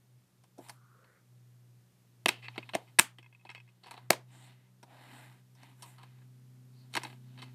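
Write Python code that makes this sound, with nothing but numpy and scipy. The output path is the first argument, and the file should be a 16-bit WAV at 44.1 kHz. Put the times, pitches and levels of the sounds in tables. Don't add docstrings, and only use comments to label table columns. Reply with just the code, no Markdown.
import sys
import numpy as np
from scipy import signal
from scipy.fft import rfft, irfft, next_fast_len
from scipy.io import wavfile
from scipy.ndimage import uniform_filter1d, map_coordinates

SR = 44100
rng = np.random.default_rng(int(sys.argv[2]) if len(sys.argv) > 2 else 0)


def rack_gain(trim_db):
    fader = np.asarray(trim_db, float)
    return 10 ** (fader / 20)


def file_out(sig):
    cols = np.atleast_2d(sig).T
    lim = np.clip(cols, -1, 1)
    pcm = np.round(lim * 32767).astype(np.int16)
    wavfile.write(sys.argv[1], SR, pcm)


N = 332514

# frequency in Hz, level in dB, t60 in s before a ring time factor.
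SHELL_MODES = [(226, -1.5, 0.018), (295, -3.5, 0.032), (349, -4.5, 0.044), (500, -10, 0.036),
               (655, -1.5, 0.021), (865, -0.5, 0.012), (991, -2.5, 0.022), (1259, -4.5, 0.0096),
               (1657, -5.5, 0.016), (2106, -3.5, 0.011), (2586, -5.5, 0.013), (3076, -2.5, 0.007),
               (3900, -3.5, 0.0079), (4413, -5, 0.011), (5493, 2, 0.0037), (6730, 0, 0.0021),
               (8253, 0.5, 0.0047), (9900, 0.5, 0.0027), (11250, -9.5, 0.0073), (13200, -13, 0.012),
               (14800, -21, .003)]
TOUCHED_PARTS = {"carpet": (750, 21, 3.1, 1.2, 1.14), "hub": (2570, 9, -27, 0.38, 1.33),
                 "tray": (2548.5, 9.5, -8.5, 0.55, 0.85), "loose disc": (2440, 5.5, -20, 0.19, 1.36),
                 "tray edge": (2700.5, 12, -13.5, 0.28, 1.08), "closing lid": (760, 2.5, -10.5, .55, .5),
                 "hub teeth": (2300, 8.5, -22, 0.28, 0.93), "tray middle": (2308, 10, -3.5, 0.38, 1.14),
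                 "lid": (975, 5.5, -20, 0.53, 0.94), "latch": (787, 8, -7.5, 0.5, 1.06),
                 "cover": (2100, 3.5, -14, 0.5, 1.38), "corner": (3700, 7.5, -16.5, 0.8, 1.43)}
LOW_MODES_HZ, HIGH_MODES_HZ = 780, 4900


def rms_one(x):
    return x / np.sqrt(np.mean(x ** 2) + 1e-20)


def in_time(rows):
    s, *columns = np.transpose(rows)
    return [np.interp(np.arange(N) / SR, s, c) for c in columns]


def drift(knots_per_s):
    knots = rng.standard_normal(400)
    return map_coordinates(knots, [np.arange(N) / SR * knots_per_s], order=3)


def coloured(x, spectrum):
    size = next_fast_len(N)
    hz, db = np.transpose(spectrum)
    bins_hz = np.maximum(np.arange(size // 2 + 1) * SR / size, 1)
    gain = rack_gain(np.interp(np.log(bins_hz), np.log(hz), db))
    return irfft(rfft(x, size) * gain, size)[:N]


def ring(force, hz, t60_s):
    r, w = rack_gain(-60 / (t60_s * SR)), 2 * np.pi * hz / SR
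    return signal.lfilter([0, np.sin(w)], [1, -2 * r * np.cos(w), r * r], force + 1e-18)


def background():
    # time in seconds, level in dB.
    hiss_level = [(0, -74.5), (2.9, -72.5), (3.2, -76.5), (3.8, -76.5), (5.3, -73.5), (7.54, -71)]
    # frequency in Hz, gain in dB.
    air_spectrum = [(15, -54), (25, -21), (43, -29.5), (59, -23), (89, -19), (123, -5), (170, -13.5),
                    (394, -18.5), (489, -22.5), (796, -25.5), (2550, -30.5), (14400, -34), (16000, -67.5)]
    level_db, = in_time(hiss_level)
    return rack_gain(level_db) * rms_one(coloured(rng.standard_normal(N), air_spectrum))


def hum(usual_db=-60):
    # time in seconds, pitch in Hz.
    pitch_curve = [(0, 124.3), (2.7, 120.1), (2.95, 122), (3.8, 121.3), (4.2, 124.9), (5.3, 125.8),
                   (7.54, 126.4)]
    # time in seconds, rms level in dB.
    level_curve = [(0, -73), (.16, -63), (.28, -78.5), (.4, -70), (.48, -79), (.62, -64), (.92, -65.5),
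                   (1.17, -76.5), (1.36, -60), (1.8, -63), (1.93, -73.5), (2.5, -55.5), (2.85, -65.5),
                   (3.25, -62.5), (3.42, -69.5), (3.63, -60.5), (3.84, -75), (4.05, -58), (4.51, -60.5),
                   (4.66, -68.5), (5.31, -59), (5.38, -65), (6.25, -57.5), (6.47, -59), (7.54, -54)]
    # multiple of the hum pitch, level in dB against the usual hum, growth in dB per dB of swell.
    upper_tones = [(1.5, -16.5, 0.5), (1.76, -25, 3), (2.0, -22, 3.5), (3.0, -25.5, 1.0)]
    (hz,), (db,) = in_time(pitch_curve), in_time(level_curve)
    phase = 2 * np.pi * np.cumsum(hz) / SR
    swell_db = uniform_filter1d(db, size=SR) - usual_db
    above = np.zeros(N)
    for multiple, tone_db, growth in upper_tones:
        waver_db = 2.5 * drift(7)
        above += rack_gain(usual_db + tone_db + growth * swell_db + waver_db) * np.sin(multiple * phase)
    return np.sqrt(2) * (rack_gain(db) * np.sin(phase) + above)


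def scrape(grain_db=2.5, patchy_db=1.6):
    # start in seconds, length in s, level in dB, start frequency in Hz, end frequency in Hz,
    # half-width of the band in Hz.
    scuffs = [(0.726, 0.5, -72.5, 1288, 1403, 190), (1.02, 0.18, -76, 1660, 2120, 250),
              (0.943, 0.24, -75.5, 476, 489, 90.5), (2.423, 0.063, -55.5, 2560, 2440, 180),
              (2.523, 0.091, -69, 2460, 2480, 250), (4.311, 0.18, -70, 7860, 8330, 898),
              (4.85, 0.246, -68.5, 700, 713, 149), (5.126, 0.087, -70, 8230, 8200, 500),
              (5.823, 0.11, -72, 8260, 8670, 900), (6.724, 0.14, -78.5, 4420, 4400, 352)]
    grains = rng.standard_normal((2, N)) * rack_gain(grain_db * rng.exponential(1, N))
    out = np.zeros(N)
    for s, length_s, db, from_hz, to_hz, half_width_hz in scuffs:
        done = np.clip((np.arange(N) / SR - s) / length_s, 0, 1)
        a, b = signal.sosfilt(signal.butter(2, half_width_hz, fs=SR, output="sos"), grains)
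        phase = 2 * np.pi * np.cumsum(from_hz + (to_hz - from_hz) * done ** 2) / SR
        band = rms_one(a * np.sin(phase) + b * np.cos(phase))
        out += rack_gain(db) * np.abs(np.sin(np.pi * done)) ** 0.36 * band
    return out * rack_gain(patchy_db * drift(15))


def rub(grain_db=4.0, body_db=-15, body_ring_factor=0.73):
    # start in seconds, length in s, level in dB, treble in dB, favoured band edge in Hz over 1.7.
    strokes = [(0.567, 0.22, -65, 6.5, 1510), (2.266, 0.79, -65.5, -6.5, 2170), (3.1, 1, -78.5, -2, 2380),
               (3.813, 0.3, -64, -9, 990), (4.25, 0.33, -60.5, -4, 1990), (4.439, 0.31, -70.5, -28, 1470),
               (4.866, 0.18, -66.5, -26, 680), (4.845, 0.59, -56.5, -5.5, 1250),
               (5.099, 0.24, -73.5, 3, 960), (5.544, 0.23, -61, -7, 1482), (5.75, 0.24, -63, 4.5, 1280),
               (5.921, 0.37, -69, -14, 1475), (6.71, 0.21, -72, -5, 4130), (6.89, 0.3, -58.5, -1.5, 1816),
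               (7.122, 0.65, -67.5, -12.5, 2020)]
    # frequency in Hz, gain in dB.
    rub_spectrum = [(150, -29.5), (250, -4), (471, -16.5), (723, -5.5), (1390, -7), (1990, -8),
                    (2400, -10.5), (3750, -8), (5200, -11.5), (6300, -23.5), (7300, -13.5), (8240, -14.5),
                    (14600, -19.5), (15400, -50.5)]
    grains = rng.standard_normal(N) * rack_gain(grain_db * np.minimum(rng.exponential(1, N), 5))
    body = np.zeros(N)
    for hz, db, t60_s in SHELL_MODES:
        if hz < HIGH_MODES_HZ:
            body += rack_gain(db + 0.83 * drift(7)) * rms_one(ring(grains, hz, t60_s * body_ring_factor))
    rest = rms_one(coloured(rms_one(grains) + rack_gain(body_db) * body, rub_spectrum))

    edges_hz = 500 * 2 ** (np.arange(15) / 4)
    bands = []
    for edge_hz in edges_hz:
        bands.append(signal.sosfiltfilt(signal.butter(6, edge_hz, fs=SR, output="sos"), rest))
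        rest = rest - bands[-1]
    bands = np.array([band * rack_gain(2.2 * drift(18)) for band in bands])

    out = np.zeros(N)
    for s, length_s, db, treble_db, hz in strokes:
        narrow_db_per_octave = 4 - 0.08 * treble_db
        swell = np.sin(np.pi * np.clip((np.arange(N) / SR - s) / length_s, 0, 1)) ** 1.1
        off_octaves = np.minimum(np.abs(np.log2(edges_hz / 1.7 / hz)), 1.5)
        weights = rack_gain(-narrow_db_per_octave * off_octaves)
        out += rack_gain(db) * swell * (weights @ bands + rack_gain(treble_db) * rest)
    return out * rack_gain(0.7 * drift(25))


def contacts(ms, build_ms=0.7, contact_ms=1.6, linger_ms_per_db=0.2662, density=0.25, crack=4.3):
    # start in seconds, level in dB, part, weight of the high modes in dB.
    knocks = [(0.436, -57, "lid", -1.5), (0.574, -54.5, "carpet", -31), (0.58, -40, "carpet", -14),
              (0.619, -64, "lid", -13.5), (0.685, -47, "lid", -2), (0.694, -37, "lid", -1.5),
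              (1.042, -58.5, "cover", -19), (2.2587, -10.5, "tray edge", -11.5),
              (2.283, -19.5, "tray", -4.5), (2.289, -14.5, "hub", -9.5), (2.482, -33, "hub", -40),
              (2.557, -41.5, "lid", -41), (2.578, -24, "tray", -22), (2.628, -45.5, "loose disc", -40),
              (2.69, -36.5, "hub", -22), (2.734, -29, "tray", -39), (2.75, -21, "tray middle", -9),
              (2.761, -53, "tray", -15), (2.987, -11.5, "hub teeth", -11), (2.9902, -7, "hub teeth", -4.5),
              (2.995, -7.5, "hub teeth", -1), (3.184, -41, "tray", -16.5), (3.228, -53, "loose disc", -16),
              (3.243, -56.5, "loose disc", -30), (3.261, -52, "loose disc", -30),
              (3.326, -54, "loose disc", -35), (3.348, -58, "loose disc", -34),
              (3.394, -65, "loose disc", -30), (3.41, -62, "loose disc", -23.5),
              (3.45, -43.5, "latch", -22.5), (3.458, -56, "loose disc", -25),
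              (3.468, -51.5, "loose disc", -23.5), (3.491, -39.5, "hub", -33),
              (3.501, -43, "loose disc", -12), (3.513, -46.5, "loose disc", -12),
              (3.548, -39.5, "hub", -19), (3.578, -45.5, "loose disc", -24),
              (3.601, -52.5, "loose disc", -11), (3.676, -60, "loose disc", -18),
              (3.688, -58, "loose disc", -17), (3.834, -49, "corner", -24), (3.84, -45.5, "lid", -18),
              (3.859, -43, "lid", -18), (3.867, -46.5, "lid", -11), (3.881, -45, "lid", -22),
              (3.909, -35, "lid", -8.5), (3.928, -50.5, "corner", -12), (3.939, -42.5, "lid", -16),
              (3.949, -56, "lid", -14), (3.965, -49, "corner", -26), (3.975, -39.5, "lid", -22),
              (4.1016, -19, "closing lid", -6.5), (4.1045, -3.5, "closing lid", -4),
              (4.118, -29.5, "closing lid", -13.5), (4.129, -30, "cover", -9.5),
              (4.828, -43.5, "latch", -8), (5.55, -63, "lid", 2), (5.63, -50.5, "cover", -6),
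              (5.821, -42.5, "corner", -0.5), (5.982, -48, "lid", -15), (6.03, -49.5, "cover", -9.5),
              (6.185, -60, "lid", -18.5), (6.216, -61, "cover", -20), (6.929, -52.5, "corner", -4),
              (6.937, -34.5, "corner", -9), (6.951, -27, "cover", -8), (6.966, -25, "cover", -7),
              (6.971, -25, "cover", -16.5), (7.016, -47, "cover", -19), (7.033, -37.5, "cover", -2.5),
              (7.048, -35.5, "cover", -21), (7.067, -46, "cover", -11), (7.099, -51, "cover", -15),
              (7.126, -49.5, "cover", -22), (7.376, -50.5, "cover", -21), (7.386, -44, "corner", -16),
              (7.397, -53, "corner", -19), (7.418, -39.5, "corner", -13), (7.425, -44, "cover", -13),
              (7.434, -57.5, "lid", -1)]
    rows = []
    for s, db, part, high_db in knocks:
        time_factor = TOUCHED_PARTS[part][3]
        build = (1 - np.exp(-(ms + 0.092) / (build_ms * time_factor))) ** 2
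        push = build * np.exp(-ms / time_factor / (contact_ms - linger_ms_per_db * db))
        rows.append((s, db, part, high_db, push / push.max(), density, crack))
    return rows


def creaks(ms, high_db=-19, density=0.08):
    # start in seconds, level in dB before growing with the root of the length, length in ms, part.
    flexes = [(0.629, -68, 116, "lid"), (2.423, -57, 56, "hub"), (2.535, -68, 34, "hub"),
              (2.734, -42, 39, "tray"), (2.87, -71.5, 39, "hub"), (3.489, -59.5, 46, "hub"),
              (3.55, -59.5, 30, "loose disc"), (3.831, -68, 23, "lid"), (3.857, -61.5, 56, "lid"),
              (3.914, -60, 48.4, "lid"), (3.967, -64, 35, "lid"), (5.828, -60, 48, "lid"),
              (5.974, -65.5, 97, "lid"), (7.374, -67.5, 140, "cover")]
    rows = []
    for s, db, length_ms, part in flexes:
        swell = np.sin(np.pi * np.clip(ms / length_ms, 0, 1) ** 0.6) ** 2
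        rows.append((s, db, part, high_db, np.sqrt(swell * length_ms), density, 0))
    return rows


def shudders(ms, high_db=-19, density=0.3):
    # start in seconds, level in dB before growing with the root of the dying time,
    # dying time (to 1/e) in ms, part.
    settlings = [(2.293, -48.5, 44, "tray"), (2.755, -56, 15, "tray middle"), (3.0, -46, 20, "hub"),
                 (4.109, -47, 32, "closing lid"), (6.975, -56.5, 18, "lid")]
    return [(s, db, part, high_db, np.exp(-ms / dying_ms) * np.sqrt(dying_ms), density, 0)
            for s, db, dying_ms, part in settlings]


def shell(spread_db=2.3, slope_db_per_octave=0.5, evenness=0.95):
    # frequency in Hz, level in dB, t60 in s before a ring time factor.
    disc_modes = [(975, -5, 0.023), (1660, -16, 0.042), (2116, -7.5, 0.027), (2565, -1.5, 0.023),
                  (3304, -12, 0.023), (4470, -18, 0.018), (5330, 2, .01), (7900, -1, 0.0048)]
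    span = 8000
    ms = np.arange(span) / SR * 1000
    out = np.zeros(N + span)
    for s, db, part, high_db, push, density, crack in contacts(ms) + creaks(ms) + shudders(ms):
        hz, narrow_db, low_db, _, ring_factor = TOUCHED_PARTS[part]
        mode_hz, mode_db, t60_s = np.transpose(disc_modes if part == "loose disc" else SHELL_MODES)
        t60_s = t60_s * ring_factor

        slips = rng.laplace(size=span) * (rng.random(span) < density)
        slips[np.argmax(push)] += crack
        force = slips * push
        burst = force / np.sqrt(np.sum(force ** 2) + 1e-12) * push.max()
        rings = np.array([ring(burst, f, t) for f, t in zip(mode_hz, t60_s)])

        octaves = np.log2(mode_hz / hz)
        off_focus_db = narrow_db * np.clip(np.abs(octaves) * 1.6 - 0.3, 0, 1)
        off_focus_db += slope_db_per_octave * np.maximum(octaves - 1, 0)
        weight_db = np.where(mode_hz > HIGH_MODES_HZ, high_db, -off_focus_db)
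        weight_db = np.where(mode_hz < LOW_MODES_HZ, np.maximum(low_db, -3 * off_focus_db), weight_db)
        usual = np.sum(burst ** 2) * 0.5 / (1 - rack_gain(-120 / (t60_s * SR)))
        weight_db = weight_db - evenness * 10 * np.log10(np.sum(rings ** 2, axis=1) / usual)

        gains = rack_gain(db + mode_db + weight_db + spread_db * rng.standard_normal(len(t60_s)))
        signs = (-1) ** np.arange(len(t60_s))
        at = round(s * SR)
        out[at:at + span] += (gains * signs) @ rings
    return out[:N]


def room(x):
    white, out = rng.standard_normal((2, N)), np.zeros(N)
    edges_hz = 150 * np.sqrt(2) ** np.arange(15)
    rise = np.exp(-1 / (0.0004 * SR))
    for k, (low_hz, high_hz) in enumerate(zip(edges_hz, edges_hz[1:])):
        sos = signal.butter(2, [low_hz, high_hz], "band", fs=SR, output="sos")
        t60_s = 0.224 / (1 + low_hz / 15000)
        keep = rack_gain(-120 / SR / t60_s)
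        energy = signal.lfilter([1 - rise], [1, -rise], signal.sosfilt(sos, x) ** 2 + 1e-18)
        energy = signal.lfilter([1 - keep], [1, -keep], energy)
        out += np.sqrt(energy) * rms_one(signal.sosfilt(sos, white[k % 2]))
    return out


def scene():
    case = signal.sosfilt(signal.butter(3, 150, "high", fs=SR, output="sos"), shell())
    tail = rack_gain(-16) * room(case)
    return (background() + hum() + scrape() + rub() + case + tail)[None]


def low_pass(x):
    return signal.sosfilt(signal.butter(12, 16480, fs=SR, output="sos"), x)


def record(dry):
    rounded = 1.67 * np.tanh(dry / 1.277)
    top_cut = signal.cheby2(10, 60, 16900, fs=SR, output="sos")
    return low_pass(signal.sosfilt(top_cut, rounded))


dry = scene()
out = record(dry)
file_out(out)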